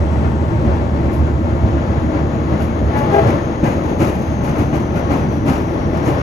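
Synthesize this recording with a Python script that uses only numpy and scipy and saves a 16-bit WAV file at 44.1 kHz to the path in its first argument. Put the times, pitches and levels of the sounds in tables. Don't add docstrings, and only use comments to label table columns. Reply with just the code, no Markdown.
import sys
import numpy as np
from scipy import signal
from scipy.fft import rfft, irfft
from scipy.io import wavfile
from scipy.ndimage import uniform_filter1d, map_coordinates

SR = 44100
rng = np.random.default_rng(int(sys.argv[2]) if len(sys.argv) > 2 else 0)


def generate_wav(signal):
    frames = np.transpose(np.atleast_2d(signal))
    scaled = np.clip(frames, -1, 1) * 32767
    pcm = np.round(scaled).astype(np.int16)
    wavfile.write(sys.argv[1], SR, pcm)


N = 274297
TIME = np.arange(N) / SR
FREQ = np.maximum(np.fft.rfftfreq(N, 1 / SR), 1)
FIRING_HZ = 74.57

# t/s, level/dB
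ENGINE_EFFORT = [(0, -18.5), (1.65, -19), (2.35, -22.5), (2.85, -22.5), (3.5, -25), (6.22, -25)]
# f/Hz, level/dB
CLANG_SPECTRUM = [(200, -2.5), (420, 1.5), (800, 1), (1150, -7.5), (1700, -14.5), (2300, -16.5),
                  (3500, -28.5), (5000, -32), (10000, -70)]
# f/Hz, level/dB
CHINK_SPECTRUM = [(2500, -11), (4500, 10.5), (6500, 6), (8300, -5), (9500, -8.5), (11200, 10), (12500, -2),
                  (14300, -10)]


def undb(db):
    return 10 ** (np.asarray(db) / 20)


def unit(x):
    return x / np.sqrt(np.mean(x ** 2))


def over_time(table):
    times_s, *columns = np.transpose(table)
    return [np.interp(TIME, times_s, c) for c in columns]


def over_pitch(table, hz=FREQ):
    points_hz, *columns = np.transpose(table)
    return [np.interp(np.log(hz), np.log(points_hz), c) for c in columns]


def colour(x, spectrum, extra_db=0):
    return unit(irfft(rfft(x) * undb(over_pitch(spectrum)[0] + extra_db), N))


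def noise():
    return rng.standard_normal((2, N))


def walk(rate_hz):
    return unit(irfft(rfft(rng.standard_normal(N)) / (1 + (FREQ / rate_hz) ** 4), N))


def narrow_noise(hz, width_hz):
    phase = 2 * np.pi * np.cumsum(hz * np.ones(N)) / SR
    return np.array([walk(width_hz) * np.cos(phase) + walk(width_hz) * np.sin(phase) for _ in range(2)])


def tunnel(x, wet_db, t60_s):
    tail = rng.standard_normal((2, SR)) * undb(-60 * TIME[:SR] / t60_s)
    tail /= np.sqrt(np.sum(tail ** 2, axis=1, keepdims=True))
    wet = signal.fftconvolve(x, tail, axes=1)[:, :N]
    return (x + undb(wet_db) * wet) / np.sqrt(1 + undb(2 * wet_db))


def body_db():
    # f/Hz, width/Hz, gain/dB
    resonances = [(146.3, 13, 5), (179, 9.2, 1), (193, 61, 3), (235, 30, 7), (261.5, 94, -7),
                  (264.8, 3.6, 7), (312.2, 8.5, -4.5), (305.7, 42, 4.5)]
    return sum(db / (1 + (2 * (FREQ - hz) / width_hz) ** 2) for hz, width_hz, db in resonances)


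def steel_db(spacing_hz, spread_db):
    heights = rng.standard_normal(2000)
    return spread_db * np.interp(FREQ / spacing_hz, np.arange(len(heights)), heights)


def drift(x, depth=.03, rate_hz=1.2):
    position = np.cumsum(1 + depth * walk(rate_hz))
    return np.array([map_coordinates(side, [position], order=1, mode="mirror") for side in x])


def exhaust(firing_cycles, scatter_db=2, gas_db=-19, drone_db=-8.5, surge_s=.043):
    # f/Hz, gain/dB
    silencer = [(20, -50), (32, -39), (55, 11.5), (74, -6), (90, 12.5), (112, 13.5), (150, -6.5),
                (240, -19), (330, -23.5), (420, -21), (900, -36), (2500, -94)]
    # t/s, change/dB
    surges = [(0.04, 3.5), (0.27, 4), (0.375, -1), (0.67, 7), (0.85, -0.5), (1.115, -1), (1.2, 4.5),
              (1.39, 0.5), (1.67, 6), (2.85, 9)]
    firings = np.flatnonzero(np.diff(np.floor(firing_cycles)) > 0)
    pulses = np.zeros(N)
    pulses[firings] = undb(scatter_db * rng.standard_normal(len(firings)))
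    flow = unit(pulses - pulses.mean()) + undb(gas_db) * noise()
    boom = colour(tunnel(flow, wet_db=-2.5, t60_s=1.0), silencer)
    stack_drone = undb(drone_db) * np.sqrt(2) * np.cos(2 * np.pi * firing_cycles)
    wall_throb = narrow_noise(FIRING_HZ, width_hz=9)
    sound = boom + stack_drone + wall_throb
    sound /= np.sqrt(uniform_filter1d(sound ** 2, size=SR // 7, axis=1))
    surge_db = sum(db * np.exp(-((TIME - at_s) / surge_s) ** 2) for at_s, db in surges)
    return sound * undb(over_time(ENGINE_EFFORT)[0] + surge_db)


def wheels(firing_cycles, rumble_follow=.36, flutter_db=1.1, throb=.077):
    # t/s, level/dB
    roughness = [(0, -27.5), (1.7, -27.5), (1.9, -27.5), (2.88, -27), (3.05, -22.5), (3.25, -22),
                 (3.42, -27.5), (4.35, -27.5), (4.8, -27.5), (5.25, -26.5), (5.35, -28.5), (5.8, -27.5),
                 (6.22, -23)]
    # f/Hz, level/dB
    rumble_spectrum = [(18, -44), (32, 1), (55, -6), (100, 8.5), (145, 4), (200, 3.5), (335, 7),
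                       (390, -8.5), (520, -13), (900, -61)]
    # f/Hz, level/dB
    roar_spectrum = [(150, -12), (400, 1.5), (570, 2.5), (700, -2), (900, -6), (1100, -10), (1500, -13),
                     (2200, -18), (3400, -27.5), (5000, -32.5), (7000, -38.5), (8300, -59), (11000, -44),
                     (14000, -77)]
    rolling_db = over_time(roughness)[0]
    rumble_db = -20 + rumble_follow * (rolling_db - rolling_db.mean())
    rumble = drift(colour(noise(), rumble_spectrum, body_db())) * undb(rumble_db)
    roar = colour(noise(), roar_spectrum, steel_db(spacing_hz=40.57, spread_db=2.4))
    roar *= undb(rolling_db + 1 + flutter_db * walk(6))
    return rumble + roar * (1 + throb * np.cos(2 * np.pi * firing_cycles))


def turbo(whine_width_hz=180, hiss_width_hz=620, intake_hz=6150, intake_db=-60, intake_follow=.96):
    # t/s, f/Hz, level/dB
    run_down = [(0, 8100, -57.5), (1, 7620, -61.5), (2, 7000, -58.5), (3, 6540, -58.5), (3.8, 6580, -55),
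                (4.4, 6350, -55), (5, 6020, -55.5), (5.6, 5750, -56.5), (6.22, 5530, -56)]
    hz, db = over_time(run_down)
    hiss_share = np.clip((hz - 6600) / 700, 0, .9)
    whine = np.sqrt(1 - hiss_share) * narrow_noise(hz, whine_width_hz)
    hiss = np.sqrt(hiss_share) * narrow_noise(hz - hiss_width_hz / 2, hiss_width_hz)
    intake = undb(intake_db + intake_follow * (db - db.mean())) * narrow_noise(intake_hz, hiss_width_hz)
    return undb(db) * (whine + hiss) + intake


def gears(hz=918, full_load_db=-42):
    effort_db = over_time(ENGINE_EFFORT)[0]
    return undb(full_load_db + effort_db - effort_db.max()) * narrow_noise(hz, width_hz=14)


def fittings(mean_db=-71, flurry_db=7, rise_db_per_s=.7):
    level_db = mean_db + rise_db_per_s * (TIME - TIME.mean()) + flurry_db * np.tanh(walk(6))
    return colour(noise(), CHINK_SPECTRUM) * undb(level_db)


def blows(speed_m_s=7, axle_gap_m=2.56, bogie_gap_m=10.28, rear_bogie_db=-.18, chink_db_per_db=4.2):
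    # first axle t/s, blow/dB, chink/dB, decay/s, extra on a bogie's second axle/dB
    joints = [(0.665, -25, -79, 0.084, 0), (2.596, -24, -42, 0.046, 0.6), (3.256, -19, -45, 0.058, -10),
              (3.624, -18.5, -46, 0.098, 1.5), (3.83, -37, -51.5, 0.095, -0.5),
              (4.454, -28.5, -57.5, 0.39, -20), (4.582, -19, -37, 0.031, -0.5)]
    # t/s, blow/dB, chink/dB, decay/s
    wheel_knocks = [(0.105, -29, -60, 0.07), (0.22, -23.5, -63, 0.07), (0.635, -26, -62, 0.06),
                    (1.045, -28, -64, 0.05), (1.128, -42, -37.5, 0.03), (1.255, -28, -63, 0.06),
                    (1.475, -29, -70, 0.05), (1.72, -27, -70, 0.04), (2.16, -27, -70, 0.06),
                    (2.32, -28, -59, 0.05), (2.52, -24.5, -66, 0.03), (3.11, -26.5, -47, 0.12),
                    (4.15, -34, -53, 0.08), (4.3, -34, -55, 0.06), (4.725, -26, -53, 0.07),
                    (5.92, -25, -60, 0.06), (6.055, -22, -44, 0.06), (6.17, -23, -62, 0.025)]
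    rows = []
    for at_s, blow_db, chink_db, decay_s, second_axle_db in joints:
        for bogie in range(2):
            for axle in range(2):
                lag_s = (bogie * bogie_gap_m + axle * axle_gap_m) / speed_m_s
                extra_db = bogie * rear_bogie_db + axle * second_axle_db
                axle_chink_db = chink_db + chink_db_per_db * extra_db
                rows.append((at_s + lag_s, blow_db + extra_db, axle_chink_db, decay_s))
    return [row for row in rows + list(wheel_knocks) if row[0] < TIME[-1]]


def rattle(strikes_per_s=200, ring_s=.009, scatter_db=3, smear=.5):
    hits = rng.random(N) < strikes_per_s / SR
    energy = hits * undb(2 * scatter_db * np.clip(rng.standard_normal(N), -2, 2))
    power = signal.lfilter([1], [1, -np.exp(-2 / (ring_s * SR))], energy) + 1e-9
    return np.sqrt(smear + (1 - smear) * power / uniform_filter1d(power, size=SR // 12))


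def jolts(lead_in_s=.05, decay_power=.99):
    # f/Hz, level/dB
    thud_spectrum = [(30, -3), (80, 5), (150, 10.5), (220, 9), (310, 16), (400, 8), (600, -2), (900, -40),
                     (2500, -90)]
    # f/Hz, level/dB
    clatter_spectrum = [(1200, -24), (2400, 1), (3500, -14.5), (5000, -15.5), (7000, -13), (10000, -33)]
    delay_s = np.array([[.006], [.014], [.014], [.018]])
    rise_s = np.array([[.0065], [.0065], [.0065], [.01]])
    decay_scale = np.array([[1], [1], [.9], [.85]])
    power = np.zeros((4, N))
    for at_s, blow_db, chink_db, decay_s in blows():
        start = int((at_s - lead_in_s) * SR)
        t = TIME[:min(SR, N - start)] - lead_in_s
        rise = 1 / (1 + np.exp((delay_s - t) / rise_s))
        fall = np.exp(-(np.maximum(t, 0) / (decay_s * decay_scale)) ** decay_power)
        clatter_db = (blow_db + chink_db) / 2 - 2.5
        gains = undb([[blow_db + 2.5], [blow_db], [clatter_db], [chink_db]])
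        power[:, start:start + len(t)] += (gains * rise * fall) ** 2
    thud, clang, clatter, chink = np.sqrt(power)
    bogie = colour(noise(), CLANG_SPECTRUM, steel_db(spacing_hz=45, spread_db=1.3))
    rigging = colour(noise(), clatter_spectrum, steel_db(spacing_hz=60, spread_db=2))
    loose_steel = colour(noise(), CHINK_SPECTRUM, steel_db(spacing_hz=70, spread_db=3))
    body = drift(colour(noise(), thud_spectrum, body_db()))
    return thud * body + clang * bogie + rattle() * (clatter * rigging + chink * loose_steel)


def panels(swell_s=.014, waver=.04, scatter_db=2):
    # f/Hz, level re blow/dB
    modes = [(114.6, -8), (148, -9), (223, -11), (272, -10), (312, -8), (582, -12)]
    out = np.zeros(N)
    bend = 1 + waver * walk(32)
    for at_s, blow_db, _, _ in blows():
        start = int(at_s * SR)
        t = TIME[:min(SR // 4, N - start)]
        span = slice(start, start + len(t))
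        bent_s = np.cumsum(bend[span]) / SR
        envelope = (t / swell_s * np.exp(1 - t / swell_s)) ** 2
        for hz, db in modes:
            gain = np.sqrt(2) * undb(blow_db + db + scatter_db * rng.standard_normal())
            out[span] += gain * envelope * np.sin(2 * np.pi * (hz * bent_s + rng.random()))
    return out


def clanks(detune=.015, scatter_db=2.5, crack_db=-3, crack_s=.025, rise_s=.005):
    # t/s, level/dB
    knocks = [(0.245, -27.5), (0.502, -31), (0.67, -29), (1.084, -31.5), (1.265, -32), (1.498, -32),
              (1.772, -26.5), (2.165, -29), (2.593, -27), (3.655, -25), (4.008, -23.5), (4.47, -30),
              (4.557, -28), (4.6, -28), (4.726, -25), (4.963, -26), (5.11, -28), (5.478, -26), (6.07, -26)]
    # f/Hz, level/dB, t60/s
    modes = [(590, -4, .12), (813, -1, .11), (1077, 0, .09), (1290, -5, .12), (1437, -4, .14),
             (1593, -5, .14), (1793, -3, .14), (2030, -5, .13), (2245, -5, .13), (2525, -10, .11),
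             (2842, -12, .1)]
    hz, mode_db, t60_s = np.transpose(modes)[:, :, None]
    out = np.zeros((2, N))
    crack_noise = colour(noise(), CLANG_SPECTRUM)
    for at_s, db in knocks:
        start = int(at_s * SR)
        t = TIME[:min(SR // 5, N - start)]
        span = slice(start, start + len(t))
        gains = undb(mode_db + scatter_db * rng.standard_normal(hz.shape))
        detuned_hz = hz * (1 + detune * rng.standard_normal(hz.shape))
        cycles = detuned_hz * t + rng.random((2, len(hz), 1))
        partials = gains * undb(-60 * t / t60_s) * np.sin(2 * np.pi * cycles)
        ring = partials.sum(axis=1) / np.sqrt(np.sum(gains ** 2) / 2)
        crack = undb(crack_db) * np.exp(-t / crack_s) * crack_noise[:, span]
        contact = 1 - np.exp(-t / rise_s)
        out[:, span] += undb(db) * contact * (ring + crack)
    return tunnel(out, wet_db=-3, t60_s=.35)


def panel_booms(sag_hz_per_s=660):
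    # peak t/s, f/Hz, level/dB, half-width/s
    booms = [(1.752, 335, -20, .025), (2.158, 298, -20, .02), (3.268, 112, -16.5, .042),
             (3.66, 146, -21, .035), (4.965, 215, -19, .009), (4.02, 330, -21, .035),
             (5.115, 291, -16.5, .028), (5.487, 274, -16.5, .035)]
    out = np.zeros(N)
    for peak_s, hz, db, width_s in booms:
        t = TIME - peak_s
        phase = 2 * np.pi * (hz * t - sag_hz_per_s * t ** 2 / 2)
        out += undb(db) * np.exp(-(t / width_s) ** 2) * np.sqrt(2) * np.sin(phase)
    return out


def horn(edge_s=.041, waver=.0058, rough_db=2.8, rasp_rad=.07, harmonics=10):
    # start/s, end/s, f/Hz, level/dB
    notes = [(2.92, 3.04, 283.5, -25.5), (3.109, 3.19, 403.5, -20.5), (3.117, 3.215, 663, -24),
             (3.185, 3.29, 281.3, -36)]
    # f/Hz, gain/dB
    flare = [(280, -16), (400, 5.5), (565, -4), (660, 6), (830, 2), (1130, -15), (1320, -16), (1615, -12.5),
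             (2000, -18), (2400, -22), (4500, -43)]
    out = np.zeros(N, complex)
    for start_s, end_s, hz, db in notes:
        gate = np.clip((TIME - start_s) / edge_s, 0, 1) * np.clip((end_s - TIME) / edge_s + 1, 0, 1)
        on = gate > 0
        phase = 2 * np.pi * np.cumsum(hz * (1 + waver * walk(46)[on])) / SR
        flutter = unit(undb(rough_db * walk(70)[on]))
        for k in range(1, harmonics + 1):
            jitter_rad = rasp_rad * walk(130)[on]
            partial = np.exp(1j * (k * (phase + jitter_rad) + 2 * np.pi * rng.random()))
            out[on] += gate[on] * flutter * undb(db + over_pitch(flare, k * hz)[0]) * partial
    return tunnel(np.sqrt(2) * np.array([out.real, out.imag]), wet_db=-15, t60_s=.3)


def squeak(width_hz=90):
    # peak t/s, f/Hz, level/dB, half-width/s
    slips = [(6.062, 6400, -43, .009)]
    return sum(undb(db) * np.exp(-((TIME - peak_s) / width_s) ** 2) * narrow_noise(hz, width_hz)
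               for peak_s, hz, db, width_s in slips)


def stereo_image(field, left_lead_rad=.44):
    # f/Hz, correlation/-1..1, left minus right/dB
    image = [(60, 0.99, -2.5), (147, 0.97, 0), (325, 1, 3), (570, 0.75, 8), (725, 0.073, 7),
             (1150, -0.49, 6), (1550, -0.44, 6.5), (2320, 0.33, 8), (3440, -0.22, 5), (6800, 0.91, 7.5),
             (8950, 0.3, -12), (11300, 0.84, -1.5)]
    correlation, left_db = over_pitch(image)
    correlation = np.clip(correlation, -.999, .999)
    first, second = rfft(field)
    shared = correlation * np.exp(-1j * left_lead_rad / (1 + (FREQ / 3000) ** 2))
    own = np.sqrt(1 - correlation ** 2)
    left = undb(left_db) * first
    right = shared * first + own * second
    mid_gain = np.hypot(np.abs(undb(left_db) + shared), own) / 2
    return irfft(np.array([left, right]) / mid_gain, N)


def scene(unsteady=.032):
    firing_cycles = np.cumsum(FIRING_HZ * (1 + unsteady * walk(14.62))) / SR
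    running_gear = (wheels(firing_cycles) + jolts() + clanks() + panels() + panel_booms()
                    + fittings() + squeak())
    engine = exhaust(firing_cycles) + turbo() + gears()
    return stereo_image(engine + running_gear + horn())


def record(dry, cutoff_hz=14200, fade_s=.003):
    # f/Hz, gain/dB
    response = [(16, -15), (33, 1), (5000, -1), (6500, 1.5), (7300, -2.5), (8300, -6), (9300, 8),
                (11000, 1), (12300, 5.5), (13300, 4.5), (14300, -16)]
    heard = irfft(rfft(dry) * undb(over_pitch(response)[0]), N)
    rounded = heard / (1 + heard ** 6) ** (1 / 6)
    fade = np.clip(np.minimum(TIME, TIME[-1] - TIME) / fade_s, 0, 1)
    lowpass = signal.ellip(10, .2, 80, cutoff_hz, fs=SR, output="sos")
    return signal.sosfilt(lowpass, rounded * fade)


dry = scene()
out = record(dry)
generate_wav(out)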